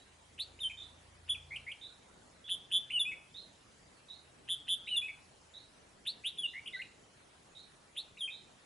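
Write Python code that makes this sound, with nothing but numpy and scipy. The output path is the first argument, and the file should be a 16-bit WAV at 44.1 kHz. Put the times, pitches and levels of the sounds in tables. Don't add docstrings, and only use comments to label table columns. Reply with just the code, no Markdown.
import sys
import numpy as np
from scipy import signal
from scipy.io import wavfile
from scipy.ndimage import uniform_filter1d, minimum_filter1d

SR = 44100
rng = np.random.default_rng(int(sys.argv[2]) if len(sys.argv) > 2 else 0)


def generate_wav(signal):
    frames = np.transpose(np.atleast_2d(signal))
    scaled = np.clip(frames, -1, 1) * 32767
    pcm = np.round(scaled).astype(np.int16)
    wavfile.write(sys.argv[1], SR, pcm)


def level_to_linear(level):
    exponent = np.asarray(level, float) / 20
    return 10 ** exponent


N = 381465


def unit_rms(x):
    return x / np.sqrt(np.mean(x ** 2) + 1e-20)


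def read_curve(points, hz):
    f, value = np.transpose(points)
    return np.interp(np.log(hz + 1), np.log(f + 1), value)


def add(mix, start_s, sound):
    start = round(start_s * SR)
    part = mix[max(start, 0):][:len(sound) + min(start, 0)]
    part += sound[max(-start, 0):][:len(part)]


def drift(length, hz):
    width = int(SR / hz)
    chance = rng.standard_normal(max(length, 4096))[:length]
    return unit_rms(uniform_filter1d(uniform_filter1d(chance, width), width))


def phase(hz):
    return 2 * np.pi * np.cumsum(hz) / SR


def soft_edges(t, rise_s):
    to_edge_s = np.minimum(t - t[0], t[-1] - t)
    return np.sin(np.pi / 2 * np.clip(to_edge_s / rise_s, 0, 1))


# f/Hz, level/dB per Hz
AIR_SPECTRUM = [(20, 4), (64, -11), (98, -.6), (306, -3.5), (800, -5), (2100, -11), (7140, -18.5),
                (11200, -20.5)]
AIR_LEVEL_DB = -64
# f/Hz, likeness [0..1]
LIKENESS = [(60, 0.86), (140, 0.91), (340, 0.47), (820, 0.06), (1960, 0.07), (4690, 0.37), (11200, 0.85)]


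def air():
    frames, hz = N // 256 + 5, np.fft.rfftfreq(1024, 1 / SR)
    a, b, c, d, patches = rng.standard_normal((frames, 513, 5)).T
    patches = unit_rms(uniform_filter1d(uniform_filter1d(patches, 12, 0), 14, 1))
    specks = rng.standard_normal((frames, 513)).T
    specks = unit_rms(uniform_filter1d(uniform_filter1d(specks, 4, 0), 4, 1))
    same = np.clip(read_curve(LIKENESS, hz), -1, 1)[:, None]
    left = a + 1j * b
    right = same * left + np.sqrt(1 - same ** 2) * (c + 1j * d)
    speck_db = 3.14 * specks * np.minimum(hz / 3000, 1)[:, None]
    level_db = read_curve(AIR_SPECTRUM, hz)[:, None] + 1.6 * patches + speck_db
    z = np.array([left, right]) * level_to_linear(level_db)
    wash = signal.istft(z, nperseg=1024, noverlap=768)[1][:, :N]
    low_cut = signal.butter(2, 38, "high", fs=SR, output="sos")
    return level_to_linear(AIR_LEVEL_DB + 2.5) * unit_rms(signal.sosfilt(low_cut, wash))


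# t/s, firing f/Hz, level/dB
ENGINE_COURSE = [(0, 26, -76), (.5, 27.7, -66), (1.62, 27.9, -65), (1.8, 27.2, -75), (3.6, 26, -78),
                 (5.2, 26.3, -76), (6.5, 26, -82), (8.65, 26.5, -85)]
ORDER_LEVELS_DB = [-6, -2, -11, -14]
# centre t/s, half length/s, level/dB
ENGINE_LOADS = [(1.5, .25, -72), (2.95, .25, -73), (4.5, .3, -74)]


def engine():
    s, hz, db = np.transpose(ENGINE_COURSE)
    t = np.arange(N) / SR
    turn = phase(np.interp(t, s, hz))
    level_db = np.interp(t, s, db)
    hum = np.zeros(N)
    for k, own_db in enumerate(ORDER_LEVELS_DB, 2):
        hum += level_to_linear(level_db + own_db + 2.5 * drift(N, 9)) * np.sin(k * turn + k)
    load = sum(level_to_linear(db - 6 * ((t - at) / half_s) ** 2) for at, half_s, db in ENGINE_LOADS)
    return np.sqrt(2) * (hum + load * np.sin(5 * turn + 5))


# f/Hz, t60/s
YARD_T60 = [(1500, 0.48), (3000, 0.44), (6000, 0.2), (10000, 0.22)]


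def yard(x, onset_s=.012):
    taps = np.zeros((2, SR // 2))
    at = np.arange(int(onset_s * SR), SR // 2 - 22, 22)
    at = at + rng.integers(0, 22, (2, len(at)))
    np.put_along_axis(taps, at, rng.choice([-1., 1.], at.shape), 1)
    hz, t, z = signal.stft(taps, SR, nperseg=256)
    decay = level_to_linear(-60 * t / read_curve(YARD_T60, hz)[:, None])
    tail = signal.istft(z * decay, SR, nperseg=256)[1]
    tail = tail + .5 * tail[::-1]
    return signal.oaconvolve(x[None], tail / np.linalg.norm(tail[0]), axes=1)[:, :N]


# delay/s, left level/dB, right level/dB
REFLECTIONS = [(.0014, -22, -23), (.0028, -21, -21), (.0061, -15, -9), (.011, -16.5, -16),
               (.0167, -14, -16.5), (.022, -25, -26), (.034, -24, -21.5)]


def echoes(x, aside=0.25):
    out = x + aside * np.gradient(x) * np.array([[1], [-1]])
    for delay_s, *db in REFLECTIONS:
        out += level_to_linear(np.array(db))[:, None] * np.roll(x, round(delay_s * SR))
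    return out


# start t/s, end t/s, first level/dB, last level/dB
CRICKET_SWELLS = [(.2, 0.845, -86, -70.5), (1.49, 2.322, -83, -74), (3.103, 3.96, -84, -75),
                  (4.9, 5.55, -89, -74), (6.4, 7.057, -83, -74), (7.9, 8.544, -82, -76)]


def cricket(hz=7050, width_hz=500, strokes_hz=163.4):
    t = np.arange(N) / SR
    level = np.zeros(N)
    for start, end, first_db, last_db in CRICKET_SWELLS:
        level += level_to_linear(np.interp(t, [start, end], [first_db, last_db])) * (t > start) * (t < end)
    strokes = np.diff(np.floor(t * strokes_hz), prepend=0) * level_to_linear(2 * rng.standard_normal(N))
    short = t[:400]
    ring = np.exp(-np.pi * width_hz * short) * np.sin(2 * np.pi * hz * short)
    buzz = unit_rms(signal.oaconvolve(strokes, ring)[:N]) * uniform_filter1d(level, 400)
    return buzz * level_to_linear(np.array([[-1.5], [1.5]])) + level_to_linear(-10) * yard(buzz)


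# t after onset/s, f/Hz, level/dB
CALL = [(0, 2940, 0), (.005, 3600, 2.5), (.03, 3740, 3), (.055, 4070, -11.5), (.08, 3920, -11)]


def answer(s, db, key):
    at, hz, shape_db = np.transpose(CALL)
    t = np.arange(0, at[-1], 1 / SR)
    pitch_hz = np.interp(t, at, hz) * key + 105 * drift(len(t), 203)
    level = level_to_linear(db - 9.5 + np.interp(t, at, shape_db))
    return s, level * soft_edges(t, 0.006) * np.sin(phase(pitch_hz))


# t/s, peak level/dB, pitch factor
FAR_CALLS = [(-.06, -41.5, 0.96), (.77, -37.5, .98), (1.81, -38, 1.0), (2.44, -39.5, 0.95),
             (3.341, -38, 1.03), (4.083, -40.5, 1.05), (4.86, -40.5, 1.04), (5.535, -42, 1.05),
             (6.44, -42, .97), (6.722, -40.5, 1.04), (7.549, -42, 1.055), (8.3, -38.5, 1.01)]


def far_bird():
    far = np.zeros(N)
    for row in FAR_CALLS:
        add(far, *answer(*row))
    return (level_to_linear(-5) * echoes(far) + level_to_linear(-2.5) * yard(far)) * level_to_linear(np.array([[-2.5], [2.5]]))


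# f/Hz, level/dB
SECOND_OVERTONE = [(4000, -38), (5700, -46), (6500, -35), (7200, -31), (8000, -25), (9000, -25)]
THIRD_OVERTONE = [(5500, -56), (7500, -30.5), (8400, -27), (9200, -19.5), (10400, -13.5), (11500, -9.5)]


def note(rows, warble_hz=150, depth=0.0051, throb=4, rasp=0.36, ramp=.6, split=0):
    s, *columns = np.transpose(rows)
    t = np.arange(s[0] - .002, s[-1] + 0.0027, 1 / SR)
    n = len(t)
    hz, db = (np.interp(t, s, c) for c in columns)
    beat = phase(warble_hz * (1 + .03 * drift(n, 60))) - 1.2
    shake = np.sin(beat) + 0.49 * np.cos(2 * beat)
    hz = hz * (1 + depth * shake + (0.005 + 0.035 * depth) * drift(n, 245))
    turn = phase(hz)
    tone = np.sin(turn)
    tone += level_to_linear(read_curve(SECOND_OVERTONE, 2 * hz)) * np.sin(2 * turn)
    tone += level_to_linear(read_curve(THIRD_OVERTONE, 3 * hz)) * np.sin(3 * turn)
    tone += level_to_linear(read_curve(THIRD_OVERTONE, 4 * hz) - 14.5) * np.sin(4 * turn)
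    tone += split * (np.sin(turn - 2 * beat) + .95 * np.sin(turn - beat - .6))
    for k, curve in (2, SECOND_OVERTONE), (3, THIRD_OVERTONE):
        smeared = np.sin(k * turn + 1.3 * k * np.sin(beat) + drift(n, 900))
        tone += 2.1 * split * level_to_linear(read_curve(curve, k * hz)) * smeared
    tone += rasp * depth * np.diff(rng.standard_normal(4096))[:n]
    pulse = shake + ramp * (.6 * np.sin(2 * beat) - np.cos(beat))
    strength = level_to_linear(db + 0.66 * drift(n, 180)) * (1 + min(throb * depth, .6) * pulse)
    return t[0], np.sqrt(2) * strength * soft_edges(t, .003) * tone


def course(s, length_s, from_hz, to_hz, db, peak=.5, first_db=-8, last_db=-10, bend=1.2):
    u = np.linspace(0, 1, 24)
    rise_db = first_db * (1 - u / peak) ** 2
    fall_db = last_db * ((u - peak) / (1 - peak)) ** 2
    hz = to_hz + (from_hz - to_hz) * (1 - u) ** bend
    return np.transpose([s + length_s * u, hz, db + np.where(u < peak, rise_db, fall_db)])


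# t/s, length/s, level/dB
FREE_SLIDE = (1.277, .0116, -58)
SLIDE_LEAD_S, SLIDE_S, SLIDE_DB = .013, .016, -54


def slide(s, length_s, db, from_hz=1200, to_hz=2100):
    t = np.arange(0, length_s, 1 / SR)
    handover = t / length_s
    turn = phase((from_hz + (to_hz - from_hz) * handover) * (1 + .04 * drift(len(t), 500)))
    tone = level_to_linear(-26 + 28 * handover) * np.sin(turn) + level_to_linear(-8 * handover ** 2) * np.sin(2 * turn)
    return s, np.sqrt(2) * level_to_linear(db + 3 * drift(len(t), 400)) * soft_edges(t, .004) * tone


# t/s, length/s, top f/Hz, level/dB
FLICK_NOTES = [(.388, .008, 3200, -43), (1.557, .014, 3180, -38), (1.714, .012, 3340, -41),
               (2.902, .013, 2900, -39), (4.873, .013, 2930, -40), (6.062, .008, 3200, -42),
               (6.658, .011, 3240, -45), (6.671, .013, 3450, -41), (6.684, .011, 3090, -46),
               (6.815, .013, 2900, -42), (7.964, .008, 3200, -45), (8.17, .012, 2870, -51)]


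def flicks(near):
    for s, length_s, top_hz, db in FLICK_NOTES:
        start = (s, .72 * top_hz, db - 8)
        top = (s + .45 * length_s, top_hz, db)
        end = (s + length_s, .82 * top_hz, db - 3)
        add(near, *note([start, top, end]))


# t/s, length/s, from f/Hz, to f/Hz, level/dB
GLIDE_NOTES = [(.59, .008, 2200, 3150, -51), (.604, .029, 3800, 3590, -42), (1.288, .007, 2400, 3300, -44),
               (1.295, .016, 3300, 3460, -28.5), (1.311, .021, 3000, 3480, -33),
               (1.344, .017, 3050, 2350, -43), (2.915, .011, 2350, 3150, -41),
               (2.995, .039, 3640, 3400, -29), (3.053, .06, 2420, 2570, -37), (4.886, .01, 2300, 3100, -41),
               (4.964, .035, 3640, 3400, -30), (5.02, .06, 2430, 2580, -39.5),
               (6.373, .011, 2400, 3800, -50), (6.385, .028, 3470, 3370, -34.5),
               (6.421, .011, 3280, 3200, -43), (6.434, .034, 3100, 2760, -33),
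               (6.735, .03, 2120, 1960, -40.5), (6.765, .025, 1520, 1570, -50),
               (8.183, .026, 3950, 3600, -53)]
HOLD_NOTES = [(2.925, .061, 3040, 2720, -31.5), (4.894, .065, 3040, 2730, -34.5)]
LANDING_NOTES = [(.632, .051, 3420, 3090, -35), (8.208, .058, 3550, 3170, -37)]


def pure_notes(near):
    for row in GLIDE_NOTES:
        add(near, *note(course(*row, peak=.45, first_db=-6, last_db=-9, bend=2.3)))
    for row in HOLD_NOTES:
        add(near, *note(course(*row, peak=.85, first_db=-11, last_db=-5, bend=.55), 150, .012))
    for row in LANDING_NOTES:
        add(near, *note(course(*row, peak=.55, first_db=-2.5, last_db=-10, bend=7.5), 150, .012))


# t/s, length/s, from f/Hz, to f/Hz, level/dB
BURR_NOTES = [(1.508, .047, 2040, 2450, -44), (1.666, .045, 2000, 2460, -44), (6.536, .06, 1900, 2230, -45),
              (6.79, .025, 1950, 2020, -43)]
RASP_NOTES = [(.698, .025, 2400, 2420, -45), (3.115, .028, 2260, 2230, -43), (5.082, .028, 2290, 2260, -45),
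              (8.277, .027, 2450, 2450, -43)]


def harsh_notes(near):
    for row in BURR_NOTES:
        add(near, *note(course(*row, peak=.45, first_db=-8, last_db=-5, bend=.8), 105, .062))
    for row in RASP_NOTES:
        add(near, *note(course(*row, peak=.4, first_db=-1.5, last_db=-5), 125, .055, rasp=.8))


# t/s, length/s, top f/Hz, level/dB, shake f/Hz
BUZZ_NOTES = [(2.493, .057, 3480, -35, 180), (2.716, .066, 3490, -31.5, 186),
              (4.489, .058, 3520, -34.5, 183.5), (4.683, .067, 3510, -32, 185)]


def buzzes(near):
    for s, length_s, hz, db, shake_hz in BUZZ_NOTES:
        path = course(s, length_s, .85 * hz, hz, db, peak=.62, first_db=-9, last_db=-6.5, bend=8.5)
        add(near, *note(path, shake_hz, .012, throb=12, rasp=2.8, ramp=-1.6, split=.46))
        add(near, *slide(s - SLIDE_LEAD_S, SLIDE_S, SLIDE_DB))


# t/s, length/s, top f/Hz, level/dB, shake f/Hz
SWEEP_NOTES = [(.397, .042, 4500, -37, 187), (6.07, .046, 4500, -35.5, 175), (7.971, .05, 4300, -39.5, 200)]
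# t/s, length/s, from f/Hz, to f/Hz, level/dB
FREE_SWEEP = (6.239, .058, 2350, 3900, -35)


def sweeps(near):
    for s, length_s, hz, db, shake_hz in SWEEP_NOTES:
        path = course(s, length_s, .765 * hz, hz, db, peak=.25, first_db=-5, last_db=-19, bend=1.35)
        add(near, *note(path, shake_hz, .035, split=.33))
        add(near, *slide(s - SLIDE_LEAD_S - .006, SLIDE_S, SLIDE_DB - 1.5))
    path = course(*FREE_SWEEP, peak=.42, first_db=-17, last_db=-15, bend=1.5)
    add(near, *note(path, 196, .03, split=.33))


def songbird():
    near = np.zeros(N)
    for sing in flicks, pure_notes, harsh_notes, buzzes, sweeps:
        sing(near)
    add(near, *slide(*FREE_SLIDE))
    return echoes(near) + level_to_linear(-15) * yard(near)


def scene():
    return air() + engine() + cricket() + far_bird() + songbird()


def masked(x, below_db=35, cut_db=30, reach=28):
    z = signal.stft(x, nperseg=1024, noverlap=768)[2]
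    power = uniform_filter1d((abs(z) ** 2).mean(0), size=8, axis=0)
    power_db = 10 * np.log10(abs(power) + 1e-20)
    loud_db = np.roll(-minimum_filter1d(-power_db, reach, axis=0), reach // 2, axis=0)
    luck = np.repeat(rng.standard_normal((65, z.shape[2])), 8, axis=0)[:513]
    drop = np.clip((loud_db - power_db - below_db + 3 * luck) / 3, 0, 1)
    return signal.istft(z * level_to_linear(-cut_db * drop), nperseg=1024, noverlap=768)[1][:, :N]


def roll_off(x):
    return signal.sosfilt(signal.butter(12, 11810, fs=SR, output="sos"), x)


def record(dry):
    limit = signal.firwin(255, 11070, window=("kaiser", 9), fs=SR)
    mix = masked(signal.oaconvolve(dry, limit[None], "same"))
    return roll_off(mix)


dry = scene()
out = record(dry)
generate_wav(out)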